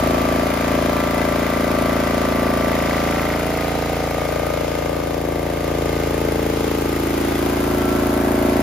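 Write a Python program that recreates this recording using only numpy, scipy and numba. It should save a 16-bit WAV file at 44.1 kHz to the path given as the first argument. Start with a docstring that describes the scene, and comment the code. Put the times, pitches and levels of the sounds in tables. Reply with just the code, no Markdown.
"""A single-cylinder four-stroke petrol engine drives a log splitter at governed speed in a shed.
Exhaust and intake puffs ring the silencer and ducts, valves clatter, fan and pump whine, cooling air
rushes and loose steel jingles. The microphone is a phone, carried half a circle round the machine at
0.75 to 1.7 m, with gravel crunching underfoot. The walk changes how much of each part reaches it,
and narrow bands of the drone dip or swell on the way."""
import sys
import numpy as np
from scipy import signal
from scipy.fft import rfft, irfft, next_fast_len
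from scipy.io import wavfile
from scipy.ndimage import uniform_filter1d, map_coordinates
from numba import njit

SR = 44100
rng = np.random.default_rng(int(sys.argv[2]) if len(sys.argv) > 2 else 0)


def int16_out(signal):
    """Quantize to a 16-bit WAV file."""
    q = np.round(np.clip(np.atleast_2d(signal).T, -1, 1) * 32767)
    wavfile.write(sys.argv[1], SR, q.astype(np.int16))


N = 380141
TIME_S = np.arange(N) / SR
COMPRESSION_AT, EXHAUST_AT, INTAKE_AT = .35, .68, .96  # places in the four-stroke cycle, 0-1


def undb(db):
    """Decibels to gain."""
    return 10 ** (np.asarray(db) / 20)

def unit(x):
    """Scale to rms 1."""
    return x / np.sqrt(np.mean(x ** 2))

def pan(db):
    """Left and right gains for a level difference."""
    return undb(np.array([[1], [-1]]) * db / 2)

def bell(x, centre, half_width):
    """A smooth hump, 1 at its centre."""
    return np.exp(-((x - centre) / half_width) ** 2)

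def curves(table):
    """The columns of a timed table at every sample."""
    times, *columns = np.transpose(table)
    return [np.interp(TIME_S, times, column) for column in columns]

def drift(rate):
    """Smooth chance that changes about rate times a second."""
    hold = int(SR / rate)
    steps = np.repeat(rng.standard_normal(N // hold + 1), hold)
    return 2 * uniform_filter1d(uniform_filter1d(steps, hold), hold)[:N]

def noise(side_db):
    """Stereo noise; side_db is the level of what differs between left and right."""
    mid, side = rng.standard_normal((2, N))
    return unit(mid + undb(side_db) * np.array([side, -side]))

def filtered(x, response):
    """Apply a response given as a function of frequency."""
    size = next_fast_len(N + 4096)
    hz = np.arange(size // 2 + 1) * SR / size
    return irfft(rfft(x, size) * response(hz), size)[..., :N]

def colour(x, points):
    """Shape by (frequency [Hz], level [dB]) points; rms 1."""
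    hz, db = np.transpose(points)
    return unit(filtered(x, lambda f: undb(np.interp(np.log(f + 1), np.log(hz), db, -80, -80))))

def delayed(x, ms):
    """Delay by a path whose length may change."""
    return map_coordinates(x, [np.arange(N) - ms * SR / 1000], order=1)

@njit
def resonate(x, hz, width_hz):
    """State-variable band-pass."""
    y, band_state, low_state = np.empty(len(x)), 0., 0.
    g, damping = np.tan(np.pi * hz / SR), width_hz / hz
    for i in range(len(x)):
        band = (band_state + g * (x[i] + 1e-18 - low_state)) / (1 + g * (g + damping))
        band_state = 2 * band - band_state
        low_state += 2 * g * band
        y[i] = damping * band
    return y

def cavity(x, hz, width_hz, skirt_hz):
    """A narrow resonance inside a wide one, so that its skirts fall steeply."""
    return unit(resonate(resonate(x, hz, width_hz), hz, skirt_hz))

def diffuse(x, t60_s, places):
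    """Dense stereo ringing whose pattern changes from place to place along the walk."""
    t = np.arange(SR // 3) / SR
    position = np.linspace(0, places - 1, N)
    out = np.zeros((2, N))
    for place in range(places):
        tail = rng.standard_normal((2, len(t))) * np.exp(-np.log(1000) * t / t60_s)
        near = np.sqrt(np.clip(1 - abs(position - place), 0, 1))
        out += signal.oaconvolve((x * near)[None], tail, axes=1)[:, :N]
    return unit(out)

def since(cycle, place):
    """Fraction of a cycle since the engine last passed this place."""
    return (cycle - place) % 1

def pulses(cycle, place, scatter_db, jitter_s):
    """One pulse a cycle, each a little early or late, weak or strong."""
    due = np.arange(-1, int(cycle[-1]) + 1) + place
    due = due[(due > cycle[0] - .02) & (due < cycle[-1])]
    late, strong = rng.standard_normal((len(due), 2)).T
    at = np.interp(due, cycle, np.arange(N)) + jitter_s * SR * late
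    return np.bincount(np.clip(at, 0, N - 1).astype(int), undb(scatter_db * strong), N)


# The microphone's walk round the engine: (time [s], distance [m], bearing [deg])
MIC_PATH = [(0, 0.75, 0), (.6, 0.77, 18), (2.2, 0.81, 18), (2.8, 0.8, 40), (3.3, 0.81, 57), (3.8, 1.01, 65),
            (4.5, 1.16, 92), (5.2, 1.73, 109), (5.6, 1.46, 116), (6.1, 1.23, 129), (6.8, 1.33, 151),
            (7.3, 1.01, 166), (7.8, 0.83, 176), (8.62, 0.76, 186)]
# How each part radiates; a negative lobe is a shadow: (level at 1 m [dB],
# loss per doubling of distance [dB], lobe bearing [deg], lobe half-width [deg], lobe gain [dB])
RADIATION = { "thud": (-28.5, 3, 132, 39, 3), "rumble": (-34.5, 4, 172, 44, 1.5),
             "casing": (-31.5, 6, 76, 22, -3), "clatter": (-34, 6, 178.5, 9, -5),
             "air": (-37, 0.1, 113, 14.5, -4), "hiss": (-39, 4, 159, 31, 3),
             "tick": (-51, 5.5, 46, 29, 15.5), "snap": (-53.5, -2, -4, 32, 12.5),
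             "leak": (-57, 1, 168, 32, 9.5), }

def at_mic(part):
    """Gain of a part at the microphone, set by distance and by the side that faces it."""
    metres, bearing = curves(MIC_PATH)
    db, loss_db, facing, half_width, lobe_db = RADIATION[part]
    return undb(db - loss_db * np.log2(metres) + lobe_db * bell(bearing, facing, half_width))

# The piston's pressure wave: (multiple of the cycle rate, relative level [dB])
THUD_HARMONICS = [(2, 1), (3, 2), (4, -8), (5, 1.5), (6, -7), (7, -6)]

def piston_thud(cycle):
    """The piston pushes out a slow pressure wave that peaks at compression."""
    phase = 2 * np.pi * (cycle - COMPRESSION_AT)
    wave = sum(undb(db) * np.cos(k * phase) for k, db in THUD_HARMONICS)
    return unit(wave) * at_mic("thud") * undb(.26 * drift(6.9))

def puff(x, corner_hz):
    """A port opens gradually, so its puff has no sharp edge."""
    return filtered(x, lambda f: 1 / (1 + (f / corner_hz) ** 8))

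# What the puffs ring, two for the exhaust, five for the intake: (frequency [Hz], width [Hz], skirt [Hz])
PUFF_CAVITIES = {"silencer": (237.2, 33, 230), "outlet": (305, 910, 1100), "mouth": (556, 250, 570),
                 "floor bounce": (465, 470, 710), "throat": (313, 137, 510), "duct": (357, 15.3, 810),
                 "air box": (620.5, 70, 404)}
# Their strength along the walk: (time [s], silencer [dB], outlet [dB], mouth [dB], floor bounce [dB],
# throat [dB], duct [dB], air box [dB])
CAVITY_LEVELS = [(0.5, -23.2, -30.5, -28.5, -33, -28.5, -35, -33.5),
                 (2.5, -22.5, -32, -27, -29, -30, -32, -40), (3.1, -24.2, -29, -26.5, -26, -27.0, -46, -31),
                 (3.7, -28.5, -30.5, -28.5, -25.5, -28, -53, -32),
                 (4.4, -31.5, -32, -30.5, -29, -33.5, -58, -30),
                 (5.0, -28.5, -32, -31.5, -31.5, -32.5, -43, -42),
                 (5.6, -28.5, -32.5, -33, -34, -31.5, -46, -38.5),
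                 (6.3, -26, -31.5, -29.5, -35, -30.5, -55, -39),
                 (7.0, -26, -34.0, -32, -34, -28.5, -36.5, -38.5),
                 (7.7, -23, -35.5, -32, -26.5, -25.5, -30, -32.5),
                 (8.5, -20, -27.5, -36, -24.5, -25, -29, -26.5)]
# The intake's delays to the microphone:
# (time [s], mouth [ms], floor bounce [ms], throat [ms], duct [ms], air box [ms])
INTAKE_DELAYS = [(0.5, 0.56, 3.82, 4.6, 2.66, 4), (2.5, 0.6, 3.7, 4.6, 2.7, 3.86),
                 (3.1, 0.74, 3.5, 4.22, 2.1, 4.57), (3.7, 1.1, 3.58, 4.3, 2.45, 3.65),
                 (4.4, 1.02, 3.36, 4.19, 2.3, 3.13), (5.0, 1.35, 3.63, 4.06, 1.4, 3.6),
                 (5.6, 1.64, 3.68, 3.8, 2.4, 4), (6.3, 1.94, 4.28, 3.65, 0.82, 3.74),
                 (7.0, 1.81, 3.85, 4, 2.8, 3.54), (7.7, 1.65, 3.85, 4.26, 2.16, 3.67),
                 (8.5, 1.7, 4.13, 4.54, 2.4, 3.9)]
# Side on which intake mouth and air box are heard: (time [s], left minus right [dB])
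AIR_BOX_PAN = [(0, 12), (2.6, 11), (3.3, 5), (3.7, -10), (4.6, 23), (6.7, 28), (7.6, 11), (8.62, 6)]

def exhaust_and_intake(cycle):
    """The exhaust rings the silencer; intake gulps arrive straight, off the floor and through ducts."""
    exhaust = puff(pulses(cycle, EXHAUST_AT, scatter_db=.58, jitter_s=3e-5), corner_hz=840)
    intake = puff(pulses(cycle, INTAKE_AT, scatter_db=.5, jitter_s=2e-5), corner_hz=800)
    arrivals = [delayed(exhaust, ms) for ms in (.6, .12)]  # silencer, outlet
    arrivals += [delayed(intake, ms) for ms in curves(INTAKE_DELAYS)]
    silencer, outlet, mouth, bounce, throat, duct, box = (
        cavity(x, *shape) * undb(db)
        for x, shape, db in zip(arrivals, PUFF_CAVITIES.values(), curves(CAVITY_LEVELS)))
    sides = pan(curves(AIR_BOX_PAN)[0])
    direct = outlet - silencer + throat - duct + bounce + (mouth + box) * sides / sides.mean(axis=0)
    shed = diffuse(undb(-4.5) * (outlet + bounce + throat) + mouth + box, t60_s=.49, places=9)
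    return direct + undb(-32) * shed

# Turbulent gas: (frequency [Hz], relative level [dB])
RUMBLE_SPECTRUM = [(20, 5), (45, -29), (110, 1), (250, 1), (400, 6.5), (580, 5.5), (750, 3.5), (1000, -32),
                   (1500, -49)]

def gas_rumble(cycle):
    """Turbulence rumbles, strongest just after the intake opens."""
    swirl = 1 + .21 * np.exp(-since(cycle, INTAKE_AT) / .24)
    return colour(noise(-1.8) * swirl, RUMBLE_SPECTRUM) * at_mic("rumble")

def intake_snap(cycle, cycle_hz):
    """The intake valve opens with a short, bright crack."""
    strike = pulses(cycle, .976, scatter_db=1.2, jitter_s=3e-5)
    chatter = np.exp(-since(cycle, .965) / cycle_hz / .0018) * noise(-10)
    body = cavity(strike, hz=1460, width_hz=1600, skirt_hz=3000) + undb(3) * unit(chatter)
    return colour(body, [(700, -8), (1500, 6.5), (2500, -2), (4000, -1), (7000, -7)]) * at_mic("snap")

def exhaust_leak(cycle, cycle_hz):
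    """Gas spits from the silencer after each firing, heard from behind the engine."""
    age = since(cycle, EXHAUST_AT) / cycle_hz / .0013  # the spit peaks after 1.3 ms
    spit = noise(-12) * age * np.exp(-age)
    spectrum = [(2500, -2), (4000, 2), (7000, -3), (8500, -16), (10000, -2), (14000, -1), (16000, -12)]
    return colour(spit, spectrum) * at_mic("leak")

# The blows in each cycle: (place [cycles], decay [s], relative clatter [dB], relative gas hiss [dB])
BLOWS = [(.375, .004, -8, -13), (.69, .005, -12, -8), (.925, .002, -6, -5), (.965, .006, -6, -1),
         (.08, .003, -12, -7)]

def valve_blows(cycle):
    """The valves strike the metal and set it ringing."""
    blows = sum(undb(db) * pulses(cycle, place, scatter_db=1.5, jitter_s=7e-5)
                for place, _, db, _ in BLOWS)
    ring = diffuse(blows, t60_s=.078, places=6)
    return unit(ring + .16 * ring[::-1])  # left and right share some of the ringing

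def blow_envelopes(cycle, cycle_hz):
    """Envelopes of rattle and gas gush: each blow starts at its place in the cycle and dies away."""
    power = np.zeros((2, N))
    for place, decay_s, *levels_db in BLOWS:
        decay = np.exp(-since(cycle, place) / cycle_hz / decay_s)
        blow_number = np.floor(cycle - place).astype(int) + 2
        for row, db in enumerate(levels_db):
            scatter_db = rng.normal(0, 1.2, 300)[blow_number]
            power[row] += (undb(db + scatter_db) * decay) ** 2
    return [unit(envelope) for envelope in np.sqrt(power)]

# The engine casing: (frequency [Hz], relative level [dB])
CASING_SPECTRUM = [(500, -12), (750, -2.5), (950, -4.5), (1200, -4), (1450, -13.5), (1800, -12.5),
                   (2600, -51)]

def casing_ring(ring):
    """The struck casing rings in the midrange over a steady roar."""
    return colour(ring + undb(4) * noise(-1.4), CASING_SPECTRUM) * at_mic("casing")

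# Valves and rattling parts: (frequency [Hz], relative level [dB])
CLATTER_SPECTRUM = [(900, -37), (1500, -0.5), (1800, 0), (2080, 3), (2400, -1), (2800, -6.5), (3600, -9),
                    (6000, -16.5), (12000, -79)]

def valve_clatter(ring, rattle):
    """Parts ring and rattle after each blow, over steady noise."""
    clatter = undb(-1.5) * ring + undb(-12.5) * rattle * noise(2.8) + noise(-23.5)
    return colour(clatter, CLATTER_SPECTRUM) * at_mic("clatter")

# Rushing air: (frequency [Hz], relative level [dB])
AIR_SPECTRUM = [(1500, -20), (2600, 6.5), (3200, 4.5), (4200, 0.5), (5200, 2.5), (5650, -4), (6400, 1.5),
                (7500, -3.5), (9500, -44), (15000, -21)]

def cooling_air(rattle, gush):
    """Cooling air rushes, swelling a little with each blow."""
    rush = noise(-1.1) * (1 + .2 * rattle + .088 * gush)
    return colour(rush, AIR_SPECTRUM) * at_mic("air") * undb(.5 * drift(5.2))

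# Gas at the engine's ports: (frequency [Hz], relative level [dB])
HISS_SPECTRUM = [(3000, -12), (6000, -16.5), (8000, 3.5), (9500, 6.5), (11000, 0), (12500, -2), (13900, 0),
                 (15000, -1.5), (16000, -21)]

def port_hiss(gush):
    """Gas hisses at the engine's ports, surging with each gush."""
    return colour(noise(-47) * np.hypot(.95, gush), HISS_SPECTRUM) * at_mic("hiss")

def valve_tick(cycle, cycle_hz):
    """A valve drops on its seat once a cycle: a metallic tick, loudest beside the cylinder."""
    seats_at = .368
    strike = pulses(cycle, seats_at, scatter_db=.8, jitter_s=5e-5)
    chatter = np.exp(-since(cycle, seats_at) / cycle_hz / .0041) * noise(-14)
    body = cavity(strike, hz=2114, width_hz=330, skirt_hz=900) + undb(3) * unit(chatter)
    spectrum = [(1000, -2), (1600, 5), (2100, 1.5), (2500, -2), (3500, -12), (7000, -23)]
    return colour(body, spectrum) * at_mic("tick")

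# The three main whines along the walk: (time [s], fan [dB], pump [dB], gear [dB])
MAIN_WHINES = [(0.1, -32, -36, -38.5), (.6, -32, -39, -39), (1.2, -34, -39, -37.5),
               (1.8, -33.5, -38.5, -36.5), (2.5, -32.5, -40, -40), (3.15, -34, -38, -36),
               (3.7, -51, -39.5, -45), (4.1, -40, -37.5, -45), (4.6, -43.5, -37.5, -41),
               (4.9, -41, -40.5, -47), (5.4, -42, -47, -56), (5.95, -39.5, -39, -49),
               (6.35, -47, -43.5, -49), (6.8, -44, -39.5, -42), (7.35, -47, -38, -48),
               (7.7, -43.5, -50, -35), (8.1, -51, -52, -37), (8.6, -52, -49, -43)]
# Weak tones of the rotating parts: (multiple of the cycle rate, level against the casing [dB])
WEAK_WHINES = [(32, -11.5), (35, -17), (36, -16), (37, -14.5), (40, -13.5), (46, -20), (52, -16), (54, -16),
               (56, -15.5), (58, -21)]

def whines(cycle):
    """Fan, pump and gears sing on multiples of the cycle rate; the tones waver in the moving air."""
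    tones = list(zip((42, 44, 48), undb(curves(MAIN_WHINES))))
    tones += [(multiple, at_mic("casing") * undb(db)) for multiple, db in WEAK_WHINES]
    out = 0
    for multiple, gain in tones:
        phase = 2 * np.pi * multiple * cycle + .33 * drift(45)
        spread_rad = .2 * drift(1.24)
        flutter = undb(drift(14))
        out += gain * flutter * np.sqrt(2) * np.sin([phase + spread_rad, phase - spread_rad])
    return out

# Narrow bands of the engine's drone that dip or swell along the walk:
# (time [s], half-length [s], frequency [Hz], width [Hz], gain [dB])
DRONE_BANDS = [(1.0, 1.6, 391, 24, -2.5), (1.0, 1, 746, 40, -2), (3.0, 1.4, 462, 12, 4),
               (3.7, 0.75, 619, 15, -4), (3.802, 0.59, 767, 27, 6), (4.0, 0.63, 390, 45, -3.5),
               (4.6, 0.57, 547, 21, 5), (4.7, 0.54, 333, 15, 4), (5.0, .4, 415, 13, -11),
               (5.55, 0.75, 251.7, 15, -17), (5.7, .9, 476, 26, 4), (5.4, 0.73, 560, 20, 4.5),
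               (5.6, 0.88, 697, 25, 6.5), (6.707, 0.52, 448, 24, 4), (7.6, 1.2, 334, 12, 9.5),
               (7.8, 1.7, 564, 18, 5.5), (7.5, 0.5, 678, 22, 5), (8.054, 0.92, 168, 16, -16)]

def band_swells(x):
    """Each narrow band of the drone sinks or rises for a while, then returns."""
    for at_s, half_s, hz, width_hz, db in DRONE_BANDS:
        band = np.array([resonate(side, hz, width_hz) for side in x])
        x = x + (undb(db * bell(TIME_S, at_s, half_s)) - 1) * band
    return x

# Loose steel parts: (peak time [s], half-length [s], frequency [Hz], width [Hz], level [dB])
LOOSE_STEEL = [(2.7, 2.2, 5260, 141, -50), (3.75, .2, 3990, 70, -49), (4.3, 0.35, 2240, 60, -43),
               (6.7, .9, 5330, 145, -56), (7.35, .2, 3370, 60, -50), (7.35, .022, 3430, 30, -37)]

def jingles(cycle):
    """The firings shake loose pieces of steel, which buzz softly, swell and die away."""
    shakes = rng.standard_normal(N) * np.exp(-since(cycle, EXHAUST_AT) / .38)
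    return sum(cavity(shakes, hz, width_hz, skirt_hz=700) * undb(db) * bell(TIME_S, at_s, half_s)
               for at_s, half_s, hz, width_hz, db in LOOSE_STEEL)

# Gravel shifting underfoot, below the microphone: (time [s], level [dB])
GRAVEL_STEPS = [(4.28, -41), (6.81, -39), (7.29, -41), (7.49, -41)]

def footsteps(decay_s=.018):
    """Stones grind together under a shoe in a short spray of clicks."""
    press = sum(undb(db) * (TIME_S > at_s) * np.exp(-abs(TIME_S - at_s) / decay_s)
                for at_s, db in GRAVEL_STEPS)
    grains = noise(1) * undb(3 * rng.exponential(size=N))
    return press * colour(grains, [(2000, -6), (5000, 0), (9000, 0), (15000, -7)])

# Governed speed, hunting a little before it settles: (time [s], four-stroke cycle rate [Hz])
ENGINE_SPEED = [(0.0, 27.684), (0.389, 27.862), (0.565, 28.342), (0.759, 27.825), (0.918, 28.1),
                (1.142, 28.078), (1.243, 27.912), (1.484, 28.222), (1.835, 27.783), (2.106, 28.117),
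                (2.184, 27.938), (2.857, 27.939), (3.002, 28.038), (3.963, 28.039), (4.162, 27.967),
                (5.051, 28.108), (5.253, 27.898), (5.565, 28.207), (5.736, 27.956), (6.225, 28.028),
                (7.559, 28.069), (7.63, 28.005), (8.6, 28.043)]
GOVERNED_HZ, THROTTLE_DB_PER_HZ = 28.02, 4.5

def scene():
    """One crankshaft drives the machine; when its speed sags the governor opens the throttle."""
    cycle_hz, = curves(ENGINE_SPEED)
    cycle = np.cumsum(cycle_hz) / SR - .028  # running count of four-stroke cycles
    throttle = undb(THROTTLE_DB_PER_HZ * (GOVERNED_HZ - cycle_hz))
    drone = exhaust_and_intake(cycle) + gas_rumble(cycle) + piston_thud(cycle)
    gas = band_swells(drone) + intake_snap(cycle, cycle_hz) + exhaust_leak(cycle, cycle_hz)
    ring = valve_blows(cycle)
    rattle, gush = blow_envelopes(cycle, cycle_hz)
    machinery = casing_ring(ring) + valve_clatter(ring, rattle) + cooling_air(rattle, gush)
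    centred = port_hiss(gush) + valve_tick(cycle, cycle_hz)
    leftish = (machinery + whines(cycle)) * pan(db=1.5)
    return gas * throttle + centred + leftish + jingles(cycle) + footsteps()

# Left-right phase of the treble, wide near 8 kHz, centred above 13 kHz:
# (frequency [Hz], phase lead of the left [rad])
TREBLE_PHASE = [(0, 0), (2300, 0), (3100, .7), (5100, .5), (5700, -1.1), (6500, -1), (7700, -2.7),
                (8600, -3.15), (9500, -3.8), (11000, -4.5), (12200, -5.5), (13200, -6.28)]

def record(dry):
    """Part of the treble is out of step between left and right; the phone cuts the top."""
    hz, lead = np.transpose(TREBLE_PHASE)
    left = filtered(dry[0], lambda f: np.exp(1j * np.interp(f, hz, lead)))
    top_cut = signal.ellip(10, .2, 80, 15600, fs=SR, output="sos")
    return signal.sosfilt(top_cut, np.array([left, dry[1]]))


dry = scene()
out = record(dry)
int16_out(out)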